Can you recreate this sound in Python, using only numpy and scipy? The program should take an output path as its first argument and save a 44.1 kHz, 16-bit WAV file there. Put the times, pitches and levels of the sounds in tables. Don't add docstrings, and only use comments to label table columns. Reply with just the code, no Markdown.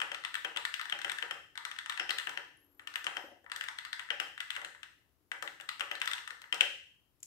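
import sys
import numpy as np
from scipy import signal
from scipy.fft import rfft, irfft, next_fast_len
from scipy.io import wavfile
from scipy.ndimage import uniform_filter1d

SR = 44100
rng = np.random.default_rng(int(sys.argv[2]) if len(sys.argv) > 2 else 0)


def master_out(mix):
    frames = np.transpose(np.atleast_2d(mix))
    ceiling = np.clip(frames, -1, 1)
    pcm = np.round(ceiling * 32767).astype(np.int16)
    wavfile.write(sys.argv[1], SR, pcm)


N = 320161

# start in seconds, reference level in dB, weight from 0 (light small key) to 1 (long key),
# then, relative to the blow, sharpness of the snap in dB and ring of plate and wire in dB.
KEYS = [(.002, -32.5, 0.77, -6.5, -2), (0.0165, -24, 0.74, -13.5, -2), (0.1172, -31, .9, -11.5, -2.5),
        (.1456, -35, 0.3, -4, -2), (0.238, -40.5, 0, -8, -18.5), (0.2495, -31.5, 0.06, -4.5, -1),
        (0.3427, -31, .35, -7, -7), (0.3532, -30, 0.02, -5.5, -3.5), (0.4473, -28, 0.87, -12.5, -3.5),
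        (0.4502, -33, 0.9, -28, -0.5), (.562, -31, 0.88, -10.5, -4), (0.5717, -31.5, 0, -2, 1.5),
        (0.6516, -27.5, 0.27, -6, -9), (0.6552, -37, .2, -4.5, -13), (0.7406, -32, 0.18, -2.5, 0.5),
        (0.7953, -31, 0.3, -10.5, -16), (0.8134, -33.5, 0, -7, -3.5), (0.8555, -35.5, 0.5, -9, -11),
        (0.8976, -34.5, 0.26, -3.5, -7), (0.9243, -27.5, 0.92, -14.5, 1), (0.9893, -34.5, 0.55, -9, -22),
        (1.0163, -36.5, 0.3, -2.5, -2), (1.0469, -25.5, 0.84, -12.5, -6), (1.0803, -39, 0.1, -10, -19),
        (1.0968, -29.5, 0, -6.5, -7), (1.1176, -32, 0.48, -2.5, -8), (1.1854, -32, 0.4, -7.5, -7),
        (1.225, -26.5, 0.77, -15.5, -4.5), (1.3099, -28.5, 0.89, -12.5, -3), (1.5554, -41, 0.53, -10, -17),
        (1.5762, -33, 0.07, -6.5, -10), (1.6516, -30.5, 0.42, -5, -9.5), (1.714, -36, 0.4, -5.5, -4),
        (1.7636, -45.5, 0.3, -8, -2.5), (1.7873, -33, 0, -5, -8.5), (1.8604, -37.5, 0.56, -5, -4.5),
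        (1.897, -29, 0, -3.5, -9.5), (1.923, -36, 0.34, -13, -2.5), (1.9755, -32, 0.5, -10.5, -5),
        (1.9974, -24.5, 0.81, -15, -2), (2.0929, -29, 0.94, -10, 0), (2.106, -27.5, 0, -3.5, -4),
        (2.1849, -30.5, 0.3, -1.5, -1), (2.1984, -36, 0.15, -6.5, -4), (2.271, -26.5, 0.79, -18, -6.5),
        (2.2938, -41, 0.7, 1, 2), (2.374, -30, 0.81, -13, -3.5), (2.7954, -42.5, 0.66, -12, -8.5),
        (2.873, -36.5, 0.55, -4.5, 0.5), (2.9396, -39, 0.64, -7, -28), (2.957, -30, 0.42, -6, -0.5),
        (3.0432, -36, 0.8, -1.5, -10), (3.0671, -25, 0.82, -13, -2.5), (3.1684, -29, 0.96, -13, -6),
        (3.4432, -58, .95, -8, -25), (3.463, -47, 0, -23, -17), (3.499, -42.5, 0.7, -13, -10),
        (3.5173, -31, 0.25, -7, -6), (3.5616, -33.5, 0.57, -2.5, -14), (3.6105, -30, 0.44, -9.5, -3),
        (3.639, -35.5, 0.44, -7.5, -10), (3.685, -31.5, 0.38, -6, -14.5), (3.7864, -35.5, 0, -4.5, -4.5),
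        (3.8502, -35.5, 0.23, -8, -7), (3.9301, -30.5, 0, -6.5, -11.5), (3.9948, -32.5, 0.3, -8, -4.5),
        (4.0886, -42, 0.6, -22, -22.5), (4.1043, -25, 0.82, -15, -0.5), (4.2, -26, 0.86, -10, -0.5),
        (4.3783, -39, 0.04, -10, -6), (4.4043, -30.5, 0.24, -6.5, -3.5), (4.5047, -32, 0.14, -3.5, 1),
        (4.5523, -39, 0.2, -6, -23), (4.5638, -28.5, 0.64, -13, -7.5), (4.6154, -38, 1, -11.5, -10),
        (4.6477, -34, 0.78, -5, -6.5), (4.7484, -46, 0.06, -14, -29), (4.8313, -40, 0.36, -5.5, -1.5),
        (5.3163, -27, 0.66, -14.5, -9), (5.425, -29, 0.94, -8.5, -14), (5.476, -36, 0.03, -8.5, -5.5),
        (5.6003, -37.5, 0.76, -16, -9), (5.6103, -43.5, 0.54, -1, -5), (5.6901, -32.5, 0, -3.5, -0.5),
        (5.7959, -35.5, 0.74, -4.5, -8.5), (5.808, -26, 0.76, -12.5, -1), (5.9138, -28.5, 0.88, -12, -3),
        (5.953, -37, 0, -6, -12), (6.002, -49, 1, 1.5, -11), (6.0161, -26.5, 0.35, -7, 0),
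        (6.057, -33.5, 0.65, -4, -13), (6.0754, -28.5, 0, -3, -7), (6.114, -30.5, 0.35, -5.5, -4.5),
        (6.1337, -31.5, 0.19, 0, -5), (6.181, -35.5, 0.48, -22, -5.5), (6.2763, -36, 0.4, -5.5, -7),
        (6.3059, -35, 0.55, -8.5, -14), (6.4171, -45, 0.77, -3, -7), (6.4406, -44.5, 0, -21.5, -8.5),
        (6.526, -26, 0.88, -11.5, 2), (6.5443, -50, 0.9, 14, -3.5), (6.6086, -21.5, 0.89, -6, 6.5)]

# centre in Hz, width in Hz, relative strength in dB.
CASE = [(1796, 130, 9.5), (1992, 253, 9), (2260, 200, -1)]
CASE_LOW = [(968, 184, -6.5), (1326, 386, 3), (1586, 490, 7.5)]
DESK = [(155, 47, -13.5), (312, 86, -7.5), (384.3, 120, -7.5), (479.6, 80, -2.5), (563.5, 77, -0.5),
        (799, 200, -0.5)]
PLATE = [(2715, 940, 0.0058), (2880, 610, 0.0089)]
WIRE = [(3140, 100, 0), (5280, 700, -31)]
CAP = [(3440, 730, 11.5), (4080, 730, 2), (4730, 1100, -8)]
STEM = [(5550, 2600, 7.5), (7450, 2660, 8), (11600, 710, -12.5), (13300, 2800, -8.5), (15200, 7500, -15)]
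SPRING = [(8280, 1100, 0)]

# (light key dB, long key dB).
CASE_MIX, CASE_LOW_MIX, DESK_MIX = (-2, -7.5), (-5.5, -6.5), (-48.5, -17.5)
WIRE_MIX, PLATE_MIX = (-31.5, 0.85), (0, -0.5)
CAP_MIX, STEM_MIX, SPRING_MIX = (2.6, -7.5), (-10.5, -6), (-11.5, -12)

# frequency in Hz, relative density in dB per Hz.
RUMBLE_COLOUR = [(12, -49), (20, -18.5), (85, -6), (238, -18), (280, -9.5), (455, -20), (498, -18),
                 (555, -22.5), (1500, -28), (1950, -35), (3300, -120)]
# time in seconds, extra level in dB.
RUMBLE_SWELL = [(0, 5), (1.3, 0), (2.6, 5.5), (3.2, 5.5), (3.5, -2.5), (4.4, -1.5), (5.1, 0), (6.6, -3),
                (7.26, -2)]
# frequency in Hz, relative density in dB per Hz.
HISS_COLOUR = [(300, -9), (800, -2), (3000, -2.5), (8000, -6.5), (10000, -9.5), (13000, -7), (15600, -6),
               (16000, -13.5)]
# frequency in Hz, left over right in dB.
AIR_LEAN = [(60, 9), (240, 6), (950, 11.5), (3770, 2.5), (15000, 5)]

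# start in seconds, length in seconds, rise in seconds, pitch in Hz about which the held
# tone drifts, level in dB before the wavering and the stereo gains.
SQUEAKS = [(2.56, .28, .03, 11600, -80), (3.1, .225, .07, 11850, -79)]
SQUEAK_FALL_S, SQUEAK_EDGE_DB = .052, -6
RISE_HZ_PER_S, DRIFT_HZ_PER_S, FALL_HZ = 18000, 3300, 1500
UNDERTONE = .63

# start in seconds, level in dB.
KNOCKS = [(3.192, -56), (3.237, -45.5), (3.278, -54), (3.314, -49.5), (3.36, -60.5), (3.438, -58.5)]
# centre in Hz, width in Hz, relative strength in dB.
HOLLOW = [(306, 170, -7), (537, 115, 1.5), (765, 260, -3.5)]

# start in seconds, level in dB.
CLICKS = [(7.2023, -65.5), (7.229, -40.5)]
# centre in Hz, width in Hz, relative strength in dB.
SNAP = [(2860, 2500, 3.5), (6800, 5200, 12.5), (7180, 1800, 14.5), (12000, 4000, -8)]

# frequency in Hz, time to decay by 60 dB in seconds.
ROOM_T60 = [(150, 0.69), (500, 0.38), (1400, 0.35), (1700, 0.5), (2300, 0.46), (2900, 0.55), (3150, 0.55),
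            (3500, 0.46), (6000, 0.52), (14000, 0.43)]
# frequency in Hz, gain in dB.
ROOM_COLOUR = [(200, -2), (700, 6), (1800, -7), (2500, -9.5), (3100, -12.5), (4000, -7.5), (5300, -5.5),
               (8500, -10), (14000, -5.5)]
# frequency in Hz, left over right in dB.
ROOM_LEAN = [(60, 30), (240, 6), (950, 6.5), (3770, 3), (15000, 4)]
# frequency in Hz, left-right likeness from 0 to 1.
ALIKE = [(60, .1), (300, 0.92), (700, 0.53), (1400, 0.0061), (3000, 0.027)]
# frequency in Hz, gain in dB.
MIC = [(20, -8.5), (45, -1.5), (8600, -2.5), (9500, -0.5), (10500, 5.5), (15600, 0.5), (15900, -8)]

TOP_HZ = 16500
SHORT, SPAN = 2 ** 12, 2 ** 15
LEAD = .003
FLANK = 2.4


def amp(db):
    return 10 ** (np.asarray(db) / 20)


def along(points, hz):
    f, v = np.transpose(points)
    return np.interp(np.log(hz + 1), np.log(f + 1), v)


def spread(pair, lean, hz):
    turn = np.arccos(np.clip(along(ALIKE, hz), -1, 1)) / 2
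    mid, side = pair[0] * np.cos(turn), pair[1] * np.sin(turn)
    half_lean_db = along(lean, hz) / 2
    return np.array([(mid + side) * amp(half_lean_db), (mid - side) * amp(-half_lean_db)])


def rattle(count, rise, fall):
    t = np.clip(np.arange(SHORT) / SR - LEAD, 0, 1)
    shape = (1 - np.exp(-t / rise)) * np.exp(-(t / fall) ** 4)
    z = rfft(rng.standard_normal((count, SHORT)) * shape)
    smooth_power = uniform_filter1d(np.abs(z) ** 2, size=int(SHORT / SR / fall / 2), axis=1)
    even = irfft(z / np.abs(smooth_power) ** 0.29) * shape ** .5
    return rfft(even / np.linalg.norm(even, axis=1, keepdims=True))


def rung(modes, db, scatter_db):
    f = np.fft.rfftfreq(SHORT, 1 / SR)
    shapes = []
    for centre, width, gain_db in modes:
        damping = (f * width) ** 2
        resonance = damping / ((centre * centre - f * f) ** 2 + damping)
        shapes.append(amp(gain_db) ** 2 * resonance ** FLANK)
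    strengths = amp(scatter_db * rng.standard_normal((len(db), len(modes)))) ** 2
    power = strengths @ np.array(shapes)
    energy = amp(db) ** 2 * SR / 100
    return power * (energy * SHORT / 2 / power.sum(1))[:, None]


def causal(power):
    cepstrum = irfft(np.log(power + 1e-14) / 2, SHORT)
    cepstrum[:, 1:SHORT // 2] *= 2
    cepstrum[:, SHORT // 2 + 1:] = 0
    return np.exp(rfft(cepstrum))


def tails(count):
    hz, t, z = signal.stft(rng.standard_normal((2, count, SPAN)), SR, nperseg=512)
    decay = amp(-60 * (t / along(ROOM_T60, hz)[:, None]) ** 1.08)
    tail = signal.istft(z * decay, SR, nperseg=512)[1][..., :SPAN]
    tail = tail * np.clip((np.arange(SPAN) / SR - LEAD - .003) / 0.0015, 0, 1)
    f = np.fft.rfftfreq(SPAN, 1 / SR)
    even = rfft(tail / np.sqrt(np.mean(np.sum(tail ** 2, -1))))
    return spread(even, ROOM_LEAN, f) * amp(along(ROOM_COLOUR, f))


def placed(times, body, blows, room, right_db, wet_db, lag):
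    f = np.fft.rfftfreq(SPAN, 1 / SR)
    direct, radiated = rfft(irfft(body * blows), SPAN), rfft(irfft(body), SPAN)
    other = rfft(irfft(body * np.roll(blows, shift=1, axis=0)), SPAN)
    turn = np.clip(f / 12000, 0, 1) * np.pi / 2
    far_side = np.cos(turn) * direct + np.sin(turn) * other
    right = amp(right_db) * np.exp(-2j * np.pi * f * lag) * far_side
    wall_delay = np.exp(-2j * np.pi * f * [[.0078], [.0074]])
    wall = amp([[-14], [-16]]) * wall_delay / (1 + 1j * f / 4000)
    diffuse = amp(wet_db) * radiated * room[:, np.arange(len(times)) % room.shape[1]]
    sounds = irfft(np.array([direct, right]) + wall[:, None] * other + diffuse, SPAN)
    out, lead = np.zeros((2, N + 2 * SPAN)), round((LEAD + .0006) * SR)
    for k, s in enumerate(times):
        out[:, round(s * SR):][:, :SPAN] += sounds[:, k]
    return out[:, lead:lead + N]


def keyboard(room):
    s, blow_db, weight, sharp_db, ring_db = np.transpose(KEYS)
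    weight = np.clip(weight, 0, 1)

    def mix(light_db, heavy_db):
        return blow_db + light_db + (heavy_db - light_db) * weight

    power = rung(CASE, mix(*CASE_MIX), scatter_db=3.5)
    power += rung(CASE_LOW, mix(*CASE_LOW_MIX), scatter_db=5)
    power += rung(DESK, mix(*DESK_MIX), scatter_db=2.5)
    power += rung(PLATE, mix(*PLATE_MIX) + ring_db, scatter_db=0.5)
    power += rung(WIRE, mix(*WIRE_MIX) + ring_db, scatter_db=4)
    power += rung(CAP, mix(*CAP_MIX) + sharp_db, scatter_db=5)
    power += rung(STEM, mix(*STEM_MIX) + sharp_db, scatter_db=3.5)
    power += rung(SPRING, mix(*SPRING_MIX) + sharp_db, scatter_db=1)
    blows = rattle(count=len(s), rise=0.000072, fall=0.0042)
    return placed(s, causal(power), blows, room, right_db=-10.5, wet_db=1, lag=0.00018)


def air():
    m = next_fast_len(N)
    f = np.fft.rfftfreq(m, 1 / SR)

    def noise():
        return spread(rfft(rng.standard_normal((2, m))), AIR_LEAN, f)

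    rumble = noise() * amp(along(RUMBLE_COLOUR, f))
    low = irfft(rumble * (f < 250), m)[:, :N]
    high = irfft(rumble * (f >= 250), m)[:, :N]
    hiss = irfft(noise() * amp(along(HISS_COLOUR, f)), m)[:, :N]
    swell_db = np.interp(np.arange(N) / SR, *np.transpose(RUMBLE_SWELL))
    swelling = low + high * amp(swell_db)
    return swelling / np.std(low) * amp(-77) + amp(-80.5) * hiss / np.std(hiss)


def squeak():
    t, out = np.arange(N) / SR, np.zeros(N)
    waver = uniform_filter1d(rng.standard_normal((2, N)), 200, axis=1) * np.sqrt(200)
    for s, length, rise, hz, db in SQUEAKS:
        rising = np.clip(1 - (t - s) / rise, 0, 1)
        falling = np.clip(1 - (s + length - t) / SQUEAK_FALL_S, 0, 1)
        drift = DRIFT_HZ_PER_S * (t - s - length / 2)
        pitch = hz + drift - RISE_HZ_PER_S * rise * rising - FALL_HZ * falling
        phase = 2 * np.pi * np.cumsum(pitch * (1 + 0.0063 * waver[0])) / SR
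        level_db = db + SQUEAK_EDGE_DB * (rising + falling) + 4.2 * waver[1]
        level = amp(level_db) * (t > s) * (t < s + length)
        out += level * (np.sin(phase) + amp(-15.5) * np.sin(UNDERTONE * phase))
    return out * amp([[4], [-3]])


def knocks(room):
    s, db = np.transpose(KNOCKS)
    body = causal(rung(HOLLOW, db, scatter_db=2.5))
    blows = rattle(count=len(s), rise=0.0054, fall=0.01)
    return placed(s, body, blows, room, right_db=-6.5, wet_db=-8, lag=.0001)


def clicks(room):
    s, db = np.transpose(CLICKS)
    body = causal(rung(SNAP, db, scatter_db=3))
    blows = rattle(count=len(s), rise=0.0015, fall=0.0049)
    return placed(s, body, blows, room, right_db=-7, wet_db=1, lag=0.00013)


def scene():
    room = tails(count=12)
    return keyboard(room) + air() + squeak() + knocks(room) + clicks(room)


def record(dry):
    m = next_fast_len(N + 4096)
    f = np.fft.rfftfreq(m, 1 / SR)
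    return irfft(rfft(dry, m) * amp(along(MIC, f)) * (f < TOP_HZ), m)[:, :N]


dry = scene()
out = record(dry)
master_out(out)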